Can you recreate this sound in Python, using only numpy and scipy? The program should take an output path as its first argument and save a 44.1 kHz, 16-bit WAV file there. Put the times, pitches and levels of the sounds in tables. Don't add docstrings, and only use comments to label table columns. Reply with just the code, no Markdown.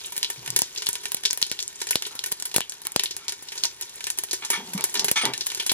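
import sys
import numpy as np
from scipy import signal
from scipy.fft import rfft, irfft, next_fast_len
from scipy.io import wavfile
from scipy.ndimage import uniform_filter1d

SR = 44100
rng = np.random.default_rng(int(sys.argv[2]) if len(sys.argv) > 2 else 0)


def to_wav(sig):
    pcm = np.clip(np.atleast_2d(sig), -1, 1) * 32767
    pcm = np.round(pcm).astype(np.int16)
    wavfile.write(sys.argv[1], SR, pcm.T)


N = 252693

# (t/s, relative snap level/dB, f/Hz of the lifted pitch,
#                       pot ring relative to the snap/dB, relative puff level/dB)
CRACKS = [(0.122, -31, 12200, 7, -62), (0.1656, -22, 13000, -1, -57), (0.179, -17, 13300, -5.5, -35),
          (0.3012, -25.5, 13200, 7.5, -38.5), (0.504, -18, 6900, -17, -58),
          (0.5631, -6.5, 8300, -4.5, -27.5), (0.5907, -10.5, 9400, -9, -47), (0.6195, -8, 5950, -17, -17.5),
          (0.889, -10.5, 11500, -6.5, -31), (1.1193, -17, 13700, -6.5, -58),
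          (1.146, -12.5, 12700, -28, -30.5), (1.331, -16, 14000, -7.5, -41), (1.375, -20, 13800, -4, -45),
          (1.5155, -17.5, 1360, -29, -27), (1.9085, -10.5, 14400, -1, -32),
          (1.9564, -9.5, 3920, -16.5, -16), (2.153, -30, 13200, 1.5, -40), (2.261, -20.5, 13300, 0.5, -51),
          (2.319, -18.5, 10900, -6, -53), (2.324, -14.5, 12400, -19, -29.5), (2.4, -26.5, 7900, -2, -48),
          (2.4242, -20.5, 7400, -10, -41), (2.454, -23, 12500, 4.5, -53), (2.563, -3, 10300, -12.5, -16),
          (2.5826, -17, 13000, -28, -17), (2.6063, -18.5, 1960, -12, -30), (2.8182, -32, 11700, -2, -55),
          (2.8697, -15.5, 12700, -27, -64), (2.962, -10, 5700, -23, -13), (3.036, -16.5, 10700, 1, -58),
          (3.1663, -23, 9100, -3, -66), (3.425, -33.5, 13000, 2.5, -41.5), (3.8114, -24, 13500, 2, -53),
          (4.1873, -14.5, 10800, -4.5, -49), (4.2368, -19.5, 12800, -2.5, -38),
          (4.5026, -14, 12700, 4.5, -28), (4.734, -30, 13000, 9.5, -37), (4.8407, -10.5, 11300, -2, -59),
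          (4.942, -22.5, 13100, 4.5, -57), (5.045, -12.5, 14500, 0, -26.5), (5.1135, -15, 11700, -14, -42),
          (5.1151, -5.5, 11500, -15, -17.5), (5.2537, -12, 3270, -4.5, -23),
          (5.4679, -15, 12800, -3.5, -53), (5.664, -20.5, 9100, 6, -37), (5.7177, -14, 13000, -0.5, -22.5)]
# (t/s, relative snap level/dB, pitch f/Hz, lift at that pitch/dB,
#                                     pot ring relative to the snap/dB)
BUBBLES = [(0.0455, -32, 3220, 30, 2.5), (0.06, -27.5, 8850, 25, 1), (0.23, -14.5, 3780, 12, -3.5),
           (0.2459, -18.5, 3630, 21, -0.5), (0.4612, -27, 2320, 1, -1), (0.477, -24, 2030, 4.5, -0.5),
           (0.7496, -37, 3270, -7, 2), (0.7612, -27.5, 3400, 20, -1), (0.7765, -25.5, 4970, 20, 6.5),
           (0.8214, -24.5, 3700, 9, 3), (0.8612, -30.5, 8000, 12, 10), (0.8686, -15, 3750, 13, -9.5),
           (0.9306, -20.5, 8260, 15, -3), (0.9547, -21.5, 3100, 5, -3), (1.035, -34.5, 3050, -4, 7),
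           (1.0554, -21.5, 2450, 5.5, 1), (1.0826, -35, 10000, 17, -1), (1.1679, -30, 3080, 1, 3.5),
           (1.2359, -25.5, 2400, 4, 0.5), (1.2529, -14.5, 3640, 13, 1.5), (1.2579, -12, 4800, 15.5, -3),
           (1.3038, -27, 6600, -2.5, 2.5), (1.309, -15, 5860, 31, -9), (1.4158, -21.5, 6950, 4, 4),
           (1.427, -8.5, 3860, 18.5, -17), (1.4657, -30, 7540, 8, 3.5), (1.497, -35, 4800, 19, 8),
           (1.522, -27.5, 3920, 9, 4.5), (1.5905, -22, 3670, 16, 0), (1.6032, -25, 5740, 15, 1),
           (1.6266, -21.5, 6760, 12, -4), (1.6792, -22.5, 7500, 34, -10), (1.757, -35, 7060, 32, 0),
           (1.791, -39, 3270, 2, 1), (1.803, -36, 6370, 7, 9), (1.8157, -25, 5150, 3.5, 8),
           (1.87, -25, 2000, 0, 1), (1.8896, -25.5, 4770, 10, 1), (1.931, -24, 2330, 37, -21),
           (2.023, -20, 2350, 5.5, -4), (2.0522, -28, 3650, 24, 3.5), (2.065, -34, 3420, 1, 11.5),
           (2.1921, -20, 4070, 17, -18), (2.2391, -22.5, 2580, 1.5, 3), (2.3148, -35, 3300, -9, 9),
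           (2.5145, -32.5, 4300, 6, 2.5), (2.5425, -21.5, 3080, 3, 3), (2.615, -25, 3100, 45, 0.5),
           (2.6963, -23.5, 7060, 19, -3.5), (2.7215, -28.5, 3120, 3, -3), (2.738, -39, 3420, -4, 4),
           (2.8512, -35.5, 2000, -2, 10), (2.92, -26.5, 9500, 15, -11), (2.9956, -14, 3250, 11.5, -2),
           (3.058, -19.5, 3700, 23, -1.5), (3.109, -30.5, 4460, 14, 9.5), (3.2822, -19.5, 4650, 11.5, -0.5),
           (3.2947, -22, 5500, 8, -1.5), (3.3223, -25, 1990, 1.5, 0.5), (3.486, -32, 4300, 18, 4.5),
           (3.52, -33, 2090, 6, 8.5), (3.556, -37, 2760, -1, 6), (3.578, -28.5, 5200, 13, 6.5),
           (3.6292, -39, 5000, 5, 4), (3.637, -12, 4360, 11, -5), (3.6475, -23, 6150, -9, -0.5),
           (3.6533, -18, 5260, 17, 2), (3.8235, -26.5, 5650, 8, 3), (3.8947, -35.5, 6900, 6, 0),
           (3.958, -33, 10000, 17, 0), (4.0065, -31, 2330, 6, 4), (4.042, -22, 5000, 7.5, -3),
           (4.0689, -20.5, 1910, 5, 0.5), (4.1023, -16.5, 8600, 8.5, -2.5), (4.1751, -31, 2930, -11, 1),
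           (4.3116, -20.5, 5440, 14, 1.5), (4.3312, -20, 2070, -5.5, 5), (4.3435, -25, 5100, 17, -1),
           (4.4493, -26.5, 6600, 11, 7), (4.778, -23.5, 2000, 3, -0.5), (4.8096, -22, 4400, -1, -19),
           (4.8205, -32, 4480, 34, 3), (4.8967, -32, 8500, 24, 5), (4.9535, -22.5, 3400, 9, 7),
           (4.972, -26.5, 4870, 20, 7.5), (4.995, -13, 4760, 15, -1), (5.0832, -17, 1980, 4.5, 3),
           (5.2134, -28, 3160, 11, 6), (5.3361, -22.5, 3350, 9, 4), (5.378, -22.5, 6900, 11, -5),
           (5.409, -20.5, 4330, 16, 2.5), (5.5017, -26.5, 3910, 6, 3), (5.518, -25, 1990, 6, -0.5),
           (5.4621, -27, 8440, 6, -1), (5.5484, -20, 7300, 5, -4.5), (5.5735, -33.5, 3400, 1, 8.5),
           (5.5984, -24, 3360, 13.5, 9.5), (5.6256, -33, 5170, -4, 5), (5.695, -15.5, 3650, 16.5, 4.5)]
# (f/Hz, relative level/dB)
SNAP_SPECTRUM = [(100, -24), (400, -27), (900, -1.5), (1250, -9), (2000, -3), (3000, 2), (4200, 3),
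                 (6000, 1), (8700, 2.5), (11300, 6), (12700, 4), (14000, -5.5), (16000, 1)]
# (f/Hz, relative level/dB)
RING_SPECTRUM = [(100, -38), (220, -23.5), (400, -17), (700, -13), (1300, -15), (2000, -6.5), (3000, 1.5),
                 (4200, -2), (6000, 2.5), (8700, -1.5), (11300, 4.5), (12700, -2), (14000, -14),
                 (16000, -50)]
# (f/Hz, width/Hz, lift/dB)
POT_MODES = [(355.4, 91, 15.5), (411.6, 74, 16), (952, 46, 22.5), (1488, 76, 18.5), (1792, 144, 13.5),
             (2305, 110, 6.5), (3990, 130, 3.5)]
# (t/s, relative level/dB, hold/s, decay time constant/s,
#                                      brightness above 1 kHz/dB per octave)
SLIDES = [(0.454, -48, 0.03, .012, -1), (2.109, -50.5, 0.047, 0.034, -13.5),
          (2.854, -47.5, 0.015, 0.043, -7), (3.189, -48.5, 0.072, 0.034, -1),
          (4.421, -37.5, 0.015, 0.029, -4), (4.513, -32.5, 0.027, 0.016, 0),
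          (4.531, -27, 0.015, 0.02, -1.5), (4.776, -37, 0.014, 0.031, -4), (4.948, -36, 0.016, 0.023, -24),
          (5.158, -22.5, 0.012, 0.031, 1.5), (5.211, -29, 0.014, 0.034, -2)]
# (f/Hz, relative level/dB)
SLIDE_SPECTRUM = [(80, -34), (250, -9), (700, -13.5), (1200, -2), (2200, -0.5), (3400, 4), (5000, -2),
                  (7000, -7), (10000, -9), (15000, -23)]
# (f/Hz, width/Hz, lift/dB)
SLID_THING_MODES = [(844, 120, 8.7), (1210, 59, 7.4), (1310, 76, 10.4), (1790, 120, 9), (2260, 150, 9.7),
                    (2450, 70, 11), (3306, 41, 12), (4240, 66, 6.1), (4970, 59, 12), (6100, 340, 8.5),
                    (7180, 86, 10), (9000, 72, 23)]
# (t/s, relative level/dB, brightness/dB per octave)
CLINKS = [(4.423, -33, -5), (4.537, -25, -2), (4.953, -24, -9), (5.162, -21, -2), (5.181, -31, 3.5),
          (5.219, -40, 8)]
# (f/Hz, level before brightness/dB, t60/s)
CLINK_MODES = [(956, -16, 0.21), (1166, -16.5, 0.24), (1740, -5, 0.17), (2200, -2, 0.081),
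               (2243, -1, 0.065), (3280, -2.5, 0.23), (4177, -14, 0.12), (4960, -13, 0.17),
               (6040, -18, 0.08), (7070, -19, 0.08), (8830, -11, 0.11)]
# (t/s, relative level/dB, starting f/Hz, length/s, decay time constant/s, share of clatter 0-1)
BUMPS = [(0.372, -47.5, 124, 0.034, 0.016, 0.24), (0.414, -47, 82.5, 0.032, 0.025, 0.6),
         (0.474, -40.5, 134, 0.035, 0.012, 0.14), (0.514, -43.5, 127, 0.031, 0.019, 0.4),
         (4.57, -38.5, 209, 0.0099, 0.039, 0.86), (4.622, -44.5, 240, 0.011, 0.017, 0.9),
         (4.672, -45.5, 184, 0.014, 0.039, 0.67), (4.744, -32.5, 197, 0.024, 0.011, 0.28),
         (4.774, -39.5, 89, 0.017, 0.063, 0.94), (4.955, -41, 229, 0.032, 0.048, 0.99),
         (4.993, -41.5, 188, 0.055, 0.028, 0.96), (5.232, -28, 150, 0.011, 0.021, 1),
         (5.249, -28, 138, 0.0095, 0.043, 0.96)]
# (f/Hz, relative level/dB)
CLATTER_SPECTRUM = [(60, -6), (130, 3), (450, 2.5), (900, 4.5), (1500, -3.5), (3000, -4), (8000, -40)]
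# (f/Hz, width/Hz, lift/dB)
WORKTOP_MODES = [(263, 34, 4), (398, 45, 12.5), (675, 33, 3.5), (896, 85, 6), (1180, 47, 6.5),
                 (1600, 80, 6), (1986, 72, 8)]
# (f/Hz, relative level/dB)
SIZZLE_SPECTRUM = [(1000, -0.5), (1400, 2), (2000, 1), (3200, 11.5), (4500, 10), (6500, 11.5), (8500, 6.5),
                   (11000, 9), (12300, 9), (14000, 0), (16000, -49)]
# (t/s, relative level/dB)
HEAT = [(0.0, -36), (0.12, -39.5), (0.8, -39.5), (1.1, -40), (1.4, -45), (1.9, -39.5), (2.6, -43.5),
        (2.8, -45.5), (3.2, -45.5), (3.45, -44), (3.61, -36.5), (3.76, -44.5), (3.95, -42), (4.4, -40.5),
        (4.9, -37.5), (5.25, -50), (5.45, -37), (5.73, -35.5)]
# (f/Hz, relative level/dB)
BURNER_SPECTRUM = [(25, 2), (70, 5), (130, 5.5), (230, -2), (380, 1.5), (600, -5), (950, 4.5), (1300, -1.5),
                   (2500, 3), (5000, -30), (12000, -23), (16000, -60)]
# (f/Hz, t60/s)
KITCHEN_DECAY = [(100, 0.037), (1000, 0.066), (5000, 0.22), (14000, 0.0065)]
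# (f/Hz, lead of the left/rad)
PORT_PHASE = [(100, 0.5), (400, 0.72), (1000, 0.52), (1800, 0.2), (2500, 1.74), (4300, 2), (7000, 4),
              (9500, 4), (16000, 3.5)]
# (f/Hz, likeness 0-1)
PORT_LIKENESS = [(25, 1), (90, 1), (300, 1), (700, 0.98), (1500, 0.25), (3000, 0.97), (6000, 0.41),
                 (9000, 1), (13000, 1)]
# (f/Hz, left minus right level/dB)
PORT_BALANCE = [(60, -0.5), (400, 0.34), (1000, 1.4), (2000, -1.5), (4000, 1.5), (8000, 1.1),
                (13000, -0.43)]

LEAD_S = 58 / SR
WALL_S, WALL_DB = 0.0019, -17
BUBBLE_PUSH_DB = -30
EDGE_HZ = 16100


def cracks(tone_db=7.0, burst_s=0.00012):
    out = np.zeros((2, N))
    for s, snap_db, hz, ring_db, push_db in CRACKS:
        add(out, s - LEAD_S, pop(snap_db, hz, tone_db, ring_db, burst_s))
        add(out, s, push(push_db))
    return out


def bubbles(cycles=1.55, puff_s=0.0009):
    out = np.zeros((2, N))
    for s, snap_db, hz, tone_db, ring_db in BUBBLES:
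        add(out, s - LEAD_S, pop(snap_db, hz, tone_db, ring_db, burst_s=cycles / hz))
        add(out, s, push(snap_db + BUBBLE_PUSH_DB, puff_s))
    return out


def pop(snap_db, hz, tone_db, ring_db, burst_s, octaves=0.8, ring_tone=0.99, fast_t60=0.039,
        slow_t60=0.18, slow_db=-7, top_hz=11500, top_db=14, echo_db=2.0):
    def pitch_lift(f):
        lowness = np.clip(1 - hz / top_hz, 0, 1)
        top_cut = top_db * lowness * np.clip(f / top_hz - 1, 0, 1) * 4
        return tone_db * np.exp(-(np.log2((f + 1) / hz) / octaves) ** 2) - top_cut

    f, t = bins(size=512), np.arange(512) / SR
    bursts = np.roll(rng.standard_normal((2, len(t))) * np.exp(-t / burst_s), 64, axis=1)
    snap_spectra = amp(read(SNAP_SPECTRUM, f) + pitch_lift(f)) * np.exp(1j * np.angle(rfft(bursts)))
    snap = unit(ports(*snap_spectra))

    f, t = bins(size=4096), np.maximum(np.arange(4096) - 80, 0) / SR
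    fade = 1000 ** (-t / fast_t60) + amp(slow_db) * 1000 ** (-t / slow_t60)
    fade = fade * (1 - np.exp(-t * SR / 16))
    fade = fade * amp(echo_db * wobble(len(t), size=30))
    pot_db = lifts(varied(POT_MODES, shift=0.021, uneven_db=3.5), f)
    ring_colour_db = read(RING_SPECTRUM, f) + pot_db + ring_tone * pitch_lift(f)
    sound = amp(ring_db) * unit(noise(ring_colour_db) * fade)

    for delay, size in rng.random((3, 2)):
        add(sound, WALL_S * (.5 + 2 * delay), amp(WALL_DB) * (.5 + size) * snap)
    add(sound, 0, snap)
    return amp(snap_db) * np.sqrt(SR / 500) * sound


def push(db, width_s=0.00048, rise_s=0.000097, left_db=19, right_db=13):
    t = np.arange(SR // 80) / SR
    swing = np.gradient(t * np.exp(-t / width_s) * (1 - np.exp(-t / rise_s)))
    return amp(db) * unit(swing) * amp([[left_db], [right_db]])


def slides(rise_s=0.00066):
    out = np.zeros((2, N))
    f, t = bins(size=16384), np.arange(16384) / SR
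    rise = 1 - np.exp(-t / rise_s)
    for s, db, length, dying, bright in SLIDES:
        stroke = rise * np.exp(-np.maximum(t - length, 0) / dying)
        body_db = lifts(varied(SLID_THING_MODES, shift=0.01, uneven_db=5.5), f)
        tilt_db = bright * np.log2(np.maximum(f, 1000))
        rub = grit(len(t)) * noise(read(SLIDE_SPECTRUM, f) + body_db + tilt_db)
        add(out, s, amp(db) * stroke * rub)
    for s, db, bright in CLINKS:
        add(out, s, amp(db) * rise * clink(bright, t))
    return out


def clink(bright, t, detune=0.011, chatter_db=3):
    out = np.zeros((2, len(t)))
    lowest_hz = CLINK_MODES[0][0]
    for (hz, db, t60), (turn, grip) in zip(CLINK_MODES, rng.random((len(CLINK_MODES), 2))):
        gripped_hz = hz * (1 + detune * (2 * grip - 1))
        port_lag = np.array([[0], [read(PORT_PHASE, hz)]])
        phase = 2 * np.pi * (gripped_hz * t + turn) - port_lag
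        chatter = evened(amp(chatter_db * wobble(len(t), size=200)))
        level = amp(db + bright * np.log2(hz / lowest_hz))
        out += level * 1000 ** (-t / t60) * chatter * np.sin(phase)
    return out


def bumps(waver=0.046, sag=1.5, judder_db=4):
    out = np.zeros((2, N))
    f, t = bins(size=16384), np.arange(16384) / SR
    for s, db, hz, length, dying, clatter in BUMPS:
        swell = np.sin(np.pi / 2 * np.minimum(2 * t / length, 1))
        swell = swell * np.exp(-np.maximum(t - length * 0.97, 0) / dying)
        share = np.clip(clatter, 0, 1)
        pitch = hz * np.exp(-sag * t) * (1 + waver * wobble(len(t), size=300))
        boom = np.sqrt(2 * (1 - share ** 2)) * np.sin(2 * np.pi * np.cumsum(pitch) / SR)
        boom = boom * amp([[1], [-1.5]])
        boom = boom * evened(amp(judder_db * wobble(len(t), size=300)))
        clatter_noise = noise(read(CLATTER_SPECTRUM, f) + lifts(WORKTOP_MODES, f))
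        rattle = grit(len(t), per_s=110, grain_s=0.0048, bed=0.72) * clatter_noise
        add(out, s, amp(db) * swell * (boom + share * rattle))
    return out


def grit(length, per_s=300, grain_s=0.0015, bed=0.54):
    catches = (rng.random(length) < per_s / SR) * rng.uniform(0.34, 1, length)
    return evened(bed + signal.lfilter([1], [1, -np.exp(-1 / (grain_s * SR))], catches))


def sizzle(per_s=210, spread_db=5, ticks_db=-5.0, hiss_db=-6.0, tick_s=0.00063, ring_s=0.015,
           ring_db=0, tone_db=15, octaves=0.21):
    f, t = bins(size=2048), np.arange(2048) / SR
    ticks, pitches = np.zeros((2, N)), np.geomspace(2000, 11000, num=20)
    for hz in pitches:
        colour_db = read(SIZZLE_SPECTRUM, f) + tone_db * np.exp(-(np.log2((f + 1) / hz) / octaves) ** 2)
        tick = unit(noise(colour_db) * np.exp(-t / tick_s))
        ring = unit(noise(colour_db + lifts(POT_MODES, f)) * np.exp(-t / ring_s))
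        strengths = amp(spread_db * np.minimum(rng.exponential(1, N), 2))
        train = (rng.random(N) < per_s / len(pitches) / SR) * strengths
        ticks += signal.oaconvolve(train[None], tick + amp(ring_db) * ring, axes=1)[:, :N]
    hiss = noise(read(SIZZLE_SPECTRUM, bins(next_fast_len(N // 2 + 1) * 2)))[:, :N]
    heat = amp(np.interp(np.arange(N) / SR, *np.transpose(HEAT)))
    return heat * (amp(ticks_db) * evened(ticks) + amp(hiss_db) * hiss)


def burner(db=-57.0, pot_share=0.19):
    f = bins(next_fast_len(N // 2 + 1) * 2)
    return amp(db) * noise(read(BURNER_SPECTRUM, f) + pot_share * lifts(POT_MODES, f))[:, :N]


def kitchen(x, delay_s=0.00029):
    hz, t, z = signal.stft(rng.standard_normal((2, SR // 2)), SR, nperseg=256)
    dying = z * 1000 ** (-t / read(KITCHEN_DECAY, hz)[:, None])
    tail = signal.istft(dying, SR, nperseg=256)[1]
    onset = 1 - np.exp(-(np.arange(tail.shape[1]) / SR / delay_s) ** 2)
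    tail = unit(tail * onset)
    size = 2 * next_fast_len(N // 2 + SR // 2)
    return ports(*(rfft(x[0], size) * rfft(tail, size)))[:, :N]


def ports(first, second):
    size = 2 * (len(first) - 1)
    hz = bins(size)
    same = np.clip(read(PORT_LIKENESS, hz), 0, 1)
    right = same * first + np.sqrt(1 - same ** 2) * second
    lean = amp(read(PORT_BALANCE, hz) / 2)
    lag = np.exp(-1j * read(PORT_PHASE, hz))
    return irfft(np.array([first * lean, right / lean * lag]), size)


def noise(colour_db):
    a, b, c, d = rng.standard_normal((4, len(colour_db)))
    return evened(ports((a + 1j * b) * amp(colour_db), (c + 1j * d) * amp(colour_db)))


def lifts(modes, hz):
    return sum(db / (1 + (2 * (hz - f) / width) ** 2) for f, width, db in modes)


def varied(modes, shift, uneven_db):
    draws = rng.uniform(-0.9, 1, (len(modes), 2))
    return [(f * (1 + shift * a), width, db + uneven_db * b) for (f, width, db), (a, b) in zip(modes, draws)]


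def wobble(length, size):
    return evened(uniform_filter1d(rng.standard_normal(length), size=size))


def amp(db):
    return 10 ** (np.asarray(db) / 20)


def evened(x):
    return x / np.sqrt(np.mean(x ** 2) + 1e-20)


def unit(x):
    return evened(x) / np.sqrt(x.shape[-1])


def bins(size):
    return np.fft.rfftfreq(size, 1 / SR)


def read(points, hz):
    f, value = np.transpose(points)
    return np.interp(np.log(hz + 1), np.log(f + 1), value)


def add(mix, s, sound):
    part = mix[:, max(round(s * SR), 0):][:, :sound.shape[1]]
    part += sound[:, :part.shape[1]]


def scene():
    pot, handling = cracks() + bubbles(), slides() + bumps()
    near = pot + amp(-15.5) * kitchen(pot)
    worktop = handling + amp(-5.0) * kitchen(handling)
    return near + worktop + sizzle() + burner()


def record(dry, low_cut_hz=47):
    clipped = np.clip(dry, -1, 1)
    low_cut = signal.butter(2, low_cut_hz, "highpass", fs=SR, output="sos")
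    lean = signal.sosfilt(low_cut, clipped)
    top_cut = signal.firwin(255, EDGE_HZ, window=("kaiser", 8), fs=SR)
    return signal.oaconvolve(lean, top_cut[None], "same")


dry = scene()
out = record(dry)
to_wav(out)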